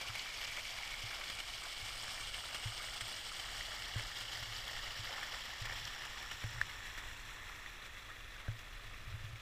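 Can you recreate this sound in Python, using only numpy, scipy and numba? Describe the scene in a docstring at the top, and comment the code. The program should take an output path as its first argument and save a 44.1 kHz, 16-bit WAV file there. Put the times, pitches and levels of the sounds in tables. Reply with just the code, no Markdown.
"""Hot water gushes from a pipe onto a mineral crust: dense drop impacts, tiny bubbles and steam hiss.
From the start heavy slugs slap down, close drops plink and fingers bump the grip of a hand-held camera.
The camera turns steadily away, and near reflections shift the colour of the splatter.
After five seconds the gush begins to fade into the camera's shadow; one loud plink follows at 6.6 s.
A light breeze on the microphone and a faint electronic whine lie underneath to the end."""
import sys
import numpy as np
from scipy import signal
from scipy.fft import rfft, irfft
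from scipy.io import wavfile
from scipy.ndimage import uniform_filter1d
from numba import njit

SR = 44100
rng = np.random.default_rng(int(sys.argv[2]) if len(sys.argv) > 2 else 0)


def unload_audio(sound):
    """Save the sound as a 16-bit wav file, at the path given as the first command line argument."""
    columns = np.transpose(np.atleast_2d(sound))
    # keep every value between -1 and 1, then stretch to whole-number steps
    steps = np.round(np.clip(columns, -1, 1) * 32767)
    wavfile.write(sys.argv[1], SR, steps.astype(np.int16))


N = 414981
TIME = np.arange(N) / SR

# Level ride of the gush. Each row: time in seconds, level in dB before the turn fades and colours it.
GUSH_RIDE = [(0.0, -46.5), (0.2, -44.8), (1.0, -46), (1.3, -46.5), (2.4, -46), (4.4, -46), (5.05, -46),
             (5.45, -46.5), (6.1, -45.5), (9.4, -45.5)]
def gush(sputter_db, flutter_db, churn_db, fizz_db, gurgle_db, steam_db, away_db):
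    """The jet breaks into clumps: impacts and fizz surge, the pool gurgles, steam hisses evenly."""
    clumps = walk(28)
    # the flow is steady, so every clump is followed by a thinner stretch
    clumps = clumps - uniform_filter1d(clumps, size=SR // 6)
    surge = undb(sputter_db * clumps + flutter_db * walk(85))
    fizz = bubbles(count=26000, lo_hz=2200, hi_hz=14550, cycles=27.0, spread_db=2.5)
    spray = unit(surge * (impacts(per_s=16000, spread_db=1.4) + undb(fizz_db) * fizz))
    pool = bubbles(count=6000, lo_hz=501.0, hi_hz=2210, cycles=17.4, spread_db=2.5)
    gurgle = pool * undb(gurgle_db + churn_db * walk(13))
    # turned away, more of what arrives is a diffuse wash
    steam = undb(steam_db + away_db * shade(TIME)) * rng.standard_normal(N)
    return unit(spray + gurgle + steam) * undb(curve(GUSH_RIDE, TIME) - edge_fade_db(TIME))


def impacts(per_s, spread_db):
    """Drops strike the crust as sharp clicks, many small and a few large."""
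    hits = rng.random(N) < per_s / SR
    clicks = hits * rng.standard_normal(N)
    accent_db = spread_db * np.minimum(rng.exponential(size=N), 2 * np.e)
    return unit(clicks * undb(accent_db))


def bubbles(count, lo_hz, hi_hz, cycles, spread_db):
    """A cloud of short-lived bubbles, each ringing at the pitch of its size."""
    when, pitch, life, chance = rng.random((count, 4)).T
    starts = (when * N).astype(np.int64)
    hz = lo_hz * (hi_hz / lo_hz) ** pitch
    accent_db = spread_db * np.minimum(-np.log(1 - chance), 2 * np.e)
    # small bubbles ring briefly, so equal energy per Hz takes a higher peak
    peaks = hz * undb(accent_db)
    return unit(bubble_rings(starts, hz, cycles * (.5 + life), peaks, rise=0.26))


@njit
def bubble_rings(starts, hz, cycles, peaks, rise):
    """Each bubble is a damped sine that bends up in pitch as it fades."""
    out = np.zeros(N)
    for k in range(len(starts)):
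        length, phase = int(cycles[k] * SR / hz[k]), 0.
        for i in range(min(length, N - starts[k])):
            phase += 2 * np.pi * hz[k] * (1 + rise * i / length) / SR
            out[starts[k] + i] += peaks[k] * np.exp(-6 * i / length) * np.sin(phase)
    return out


# The heaviest slugs of water. Each row: start in seconds, peak in dB before colouring.
SLAP_CUES = [(0.012, -31.5), (0.152, -30), (0.448, -35.5), (0.475, -36), (0.783, -38), (1.2983, -31),
             (1.387, -37), (1.4, -32.5), (2.3415, -37), (2.545, -32), (3.008, -29), (3.3965, -33.5),
             (4.209, -36), (4.329, -34), (4.426, -34), (5.229, -33.5), (5.653, -31.5), (6.312, -33),
             (6.976, -34)]
def slaps(attack_s, decay_s, pocket_hz, pocket_db):
    """Each slug lands as a short shower of impacts that rings the air pocket under it."""
    out, t = np.zeros(N), TIME[:SR // 8]
    envelope = (1 - np.exp(-t / attack_s)) * np.exp(-t / decay_s)
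    for start, db in SLAP_CUES:
        shower = rng.standard_normal(len(t))
        pocket = unit(band(shower, pocket_hz / 1.83, pocket_hz * 1.52))
        slap = envelope * (shower + undb(pocket_db) * pocket)
        add(out, start, undb(db) * slap / np.abs(slap).max())
    return out


# Tone of the splatter from the front. Each row: frequency in Hz, relative level in dB.
SPLATTER_EQ = [(200, -14), (410, -13.5), (750, -7.5), (1310, -6.5), (2130, -4), (3090, -6), (4220, -6.0),
               (5280, -7.0), (6810, -14.5), (8050, -15.5), (10000, -23), (12000, -26.5), (15000, -26.5)]
# The camera body's shadow at full depth. Each row: frequency in Hz, relative gain in dB.
SHADOW_EQ = [(300, -1.0), (1800, -4), (4000, -8), (4360, -14), (5650, -12.5), (8440, -10), (10000, -6.5),
             (15000, -6.5)]
# Peaks and hollows of the microphone port. Each row: centre in Hz, width in Hz, relative gain in dB.
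PORT_EQ = [(1260, 220, 1.0), (1590, 180, -2.0), (1830, 180, 1.0), (2930, 270, 5.0), (3280, 390, 5.0),
           (3730, 160, -3.5), (3960, 200, -0.5), (4250, 230, -2.5), (7400, 1000, 0.5), (13460, 980, 2.5)]
# Near reflections that add or cancel as the camera turns. Each row: centre in Hz, width in Hz,
# relative gain in dB, strongest heading in degrees, width of the heading range in degrees.
REFLECTION_EQ = [ (680, 285, -5.5, 133, 65), (890, 280, -6, 168, 40), (983, 183, -3.5, 45, 85),
                 (1800, 256, 5.5, 118, 100), (1950, 430, -3.5, 32, 22), (2288, 280, 8, 3.7, 75),
                 (2474, 275, -8, 52, 78), (3053, 380, -10.5, 151, 70), (4870, 810, -8.5, 137, 56),
                 (5450, 850, 4, 116, 42), (6140, 510, -5, 56, 91), (6380, 260, -8.5, 110, 59),
                 (7500, 1200, 3, 128, 40), (8560, 1400, 7.5, 35, 36), (8870, 1400, -6, 117, 124),
                 (10850, 610, -6.5, 82, 71), (11800, 900, 4, 5, 45)]
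def colour(water):
    """Crust, shadow, port and reflections shape the water: a moving EQ held at constant power."""
    hz, times, frames = signal.stft(water, SR, nperseg=1024)
    hz = hz[:, None]
    db = spectrum_db(SPLATTER_EQ, hz) + spectrum_db(SHADOW_EQ, hz) * shade(times)
    for centre, width, peak_db in PORT_EQ:
        db += peak_db * bell(hz, centre, width)
    for centre, width, peak_db, best_deg, range_deg in REFLECTION_EQ:
        db += peak_db * bell(hz, centre, width) * bell(heading(times), best_deg, range_deg)
    gain = undb(db)
    gain /= np.sqrt(np.mean(gain ** 2, axis=0))
    return signal.istft(frames * gain, SR)[1][:N]


# The slow turn away from the pipe. Each row: time in seconds, heading in degrees.
TURN = [(0, -10), (1.5, 18), (4.0, 57), (6.0, 105.5), (8.3, 165), (9.4, 176)]
def heading(times):
    """Degrees between the camera's axis and the outlet."""
    return curve(TURN, times)


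def edge_fade_db(times, edge_deg=87.5, db_per_deg=0.1126):
    """Past the edge of the camera body the gush fades with every further degree."""
    return db_per_deg * np.maximum(heading(times) - edge_deg, 0)


def shade(times, half_deg=126, soft_deg=19):
    """Depth of the camera's shadow: near 0 facing the outlet, near 1 turned away."""
    return .5 + .5 * np.tanh((heading(times) - half_deg) / (2 * soft_deg))


# Close drops that trap a bubble. Each row: start in seconds, level of the ring in dB, pitch in Hz.
PLINK_CUES = [(0.195, -31.5, 4300), (0.447, -31, 5100), (0.572, -35, 2270), (0.788, -37, 2160),
              (2.345, -33, 3100), (3.317, -39.5, 1280), (3.609, -34, 1980), (5.106, -47.5, 540),
              (5.853, -32, 5560), (6.614, -20, 1760), (7.6615, -36, 1930), (8.364, -42, 1640),
              (9.358, -43, 2220)]
def plinks(swell_cycles, ring_cycles, tick_db):
    """A drop ticks on landing; its bubble swells and quickly dies away, small ones soonest."""
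    out, t = np.zeros(N), TIME[:SR // 20]
    for start, db, hz in PLINK_CUES:
        cycles = t * hz
        envelope = (1 - np.exp(-cycles / swell_cycles)) ** 2 * undb(-60 * cycles / ring_cycles)
        bubble = envelope / envelope.max() * np.sin(2 * np.pi * cycles)
        splash = unit(band(rng.standard_normal(len(t)), 820, 4800))
        tick = undb(tick_db) * np.exp(-t / 0.0017) * splash
        add(out, start, undb(db) * (bubble + tick))
    return out


# Low modes of the camera on its grip. Each row: pitch in Hz, relative level in dB, seconds to fall 60 dB.
GRIP_MODES = [(99, -6, 0.11), (110.8, 16, 0.19), (127, -11, .07)]
# Knock of the plastic case. Each row: pitch in Hz, relative level in dB, seconds to fall 60 dB.
CASE_MODES = [(275, -3, 0.017), (597, -4, 0.015), (1620, 0, 0.017)]
# Fingers bumping the grip. Each row: start in seconds, peak of the thud in dB, hardness from 0 to 1.
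BUMP_CUES = [(0.093, -43, 0.1), (1.035, -42.5, 0.36), (1.824, -48, 0.24), (2.655, -34.5, 0),
             (3.015, -45.5, 0.4), (3.958, -31.5, 0.43), (4.992, -41.5, 0.1), (5.614, -38.5, 0),
             (6.44, -33.5, 0.58), (8.482, -31, 0.5), (9.072, -40, 0.1), (9.138, -38.5, 0.25),
             (9.238, -39.5, 0), (9.328, -41, 0)]
# Fingers shifting on the grip. Each row: start in seconds, length in seconds, level in dB.
SHUFFLE_CUES = [(4.355, 0.24, -59), (5.683, 0.22, -59), (6.495, 0.19, -52), (9.08, 0.27, -55)]
def handling(contact_s, resting_db, shuffle_fade_s):
    """Soft pushes ring the grip, harder ones also knock the case; shifting fingers keep it murmuring."""
    out, t = np.zeros(N), TIME[:SR // 3]
    push = np.sin(np.pi * np.minimum(t / contact_s, 1))
    thud = signal.fftconvolve(modes(GRIP_MODES, t), push)[:len(t)]
    knock = modes(CASE_MODES, t)
    for start, db, hardness in BUMP_CUES:
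        add(out, start, undb(db) * (thud / np.abs(thud).max() + hardness * knock))
    murmur = unit(signal.fftconvolve(rng.standard_normal(N), thud)[:N])
    rubbing = undb(resting_db)
    for start, length, db in SHUFFLE_CUES:
        inside_s = np.minimum(TIME - start, start + length - TIME)
        rubbing = rubbing + undb(db) * np.clip(.5 + inside_s / shuffle_fade_s, 0, 1)
    return out + murmur * rubbing


# Tone of the wind rumble. Each row: frequency in Hz, relative level in dB before the treble roll-off.
BREEZE_EQ = [(10, -5.5), (22, -1.5), (38, -1), (52, -7.5), (72, -13), (110, -11), (150, -27), (250, -30.5),
             (600, -36.5)]
def breeze(level_db, gust_db, rolloff_hz):
    """Low turbulence at the microphone, swelling a little."""
    hz = np.arange(N // 2 + 1) * SR / N
    tone = undb(spectrum_db(BREEZE_EQ, hz)) / (1 + (hz / rolloff_hz) ** 2)
    rumble = irfft(rfft(rng.standard_normal(N)) * tone, N)
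    return unit(rumble) * undb(level_db + gust_db * walk(2.6))


# Thin tones at the very top. Each row: pitch in Hz, rms level in dB.
WHINE_TONES = [(7350, -87), (14700, -86)]
def whine():
    """The camera's electronics give off two faint tones that waver in pitch."""
    drift = 1 + 0.0011 * walk(60)
    phase_per_hz = 2 * np.pi * np.cumsum(drift) / SR
    return sum(np.sqrt(2) * undb(db) * np.sin(hz * phase_per_hz) for hz, db in WHINE_TONES)


def modes(table, t):
    """The ring of an object after one tap."""
    return sum(undb(db - 60 * t / t60) * np.sin(2 * np.pi * hz * t) for hz, db, t60 in table)


def walk(rate):
    """Smooth random wobble of rms 1, changing about rate times a second."""
    hold = max(int(SR / rate), 2)
    steps = np.repeat(rng.standard_normal(N // hold + 1), hold)
    return unit(uniform_filter1d(steps, hold)[:N])


def band(x, lo_hz, hi_hz):
    """Gentle band-pass."""
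    return signal.sosfilt(signal.butter(2, [lo_hz, hi_hz], "band", fs=SR, output="sos"), x)


def bell(x, centre, width):
    """A bump of height 1 with the given full width at half height."""
    return 2 ** -(2 * (x - centre) / width) ** 2


def spectrum_db(points, hz):
    """An EQ curve read on a log-frequency axis."""
    point_hz, db = np.transpose(points)
    return np.interp(np.log(hz + 1), np.log(point_hz), db)


def curve(rows, times):
    """An automation curve read at the given times."""
    return np.interp(times, *np.transpose(rows))


def add(out, start_s, sound):
    """Mix a sound in at its cue."""
    i = int(start_s * SR)
    out[i:i + len(sound)] += sound[:max(N - i, 0)]


def undb(db):
    """Decibels to gain."""
    return 10 ** (np.asarray(db) / 20)


def unit(x):
    """Scale to rms 1."""
    return x / np.sqrt(np.mean(x ** 2))


def scene():
    """The mono mix: water coloured by the turn, small close sounds, and a bed of breeze and whine."""
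    water = gush(sputter_db=0.81, flutter_db=1.3, churn_db=2.5,
                 fizz_db=-1.5, gurgle_db=-12, steam_db=-7.5, away_db=6)
    water += slaps(attack_s=0.00056, decay_s=0.0093, pocket_hz=2300, pocket_db=-19)
    drops = plinks(swell_cycles=1.05, ring_cycles=19, tick_db=-12.5)
    fingers = handling(contact_s=0.0062, resting_db=-70, shuffle_fade_s=0.04)
    bed = breeze(level_db=-55.0, gust_db=1.5, rolloff_hz=1000) + whine()
    return (colour(water) + drops + fingers + bed)[None]


def record(dry):
    """The camera cuts the top steeply above 15.3 kHz."""
    return signal.sosfilt(signal.ellip(12, .1, 80, 15300, fs=SR, output="sos"), dry)


dry = scene()
out = record(dry)
unload_audio(out)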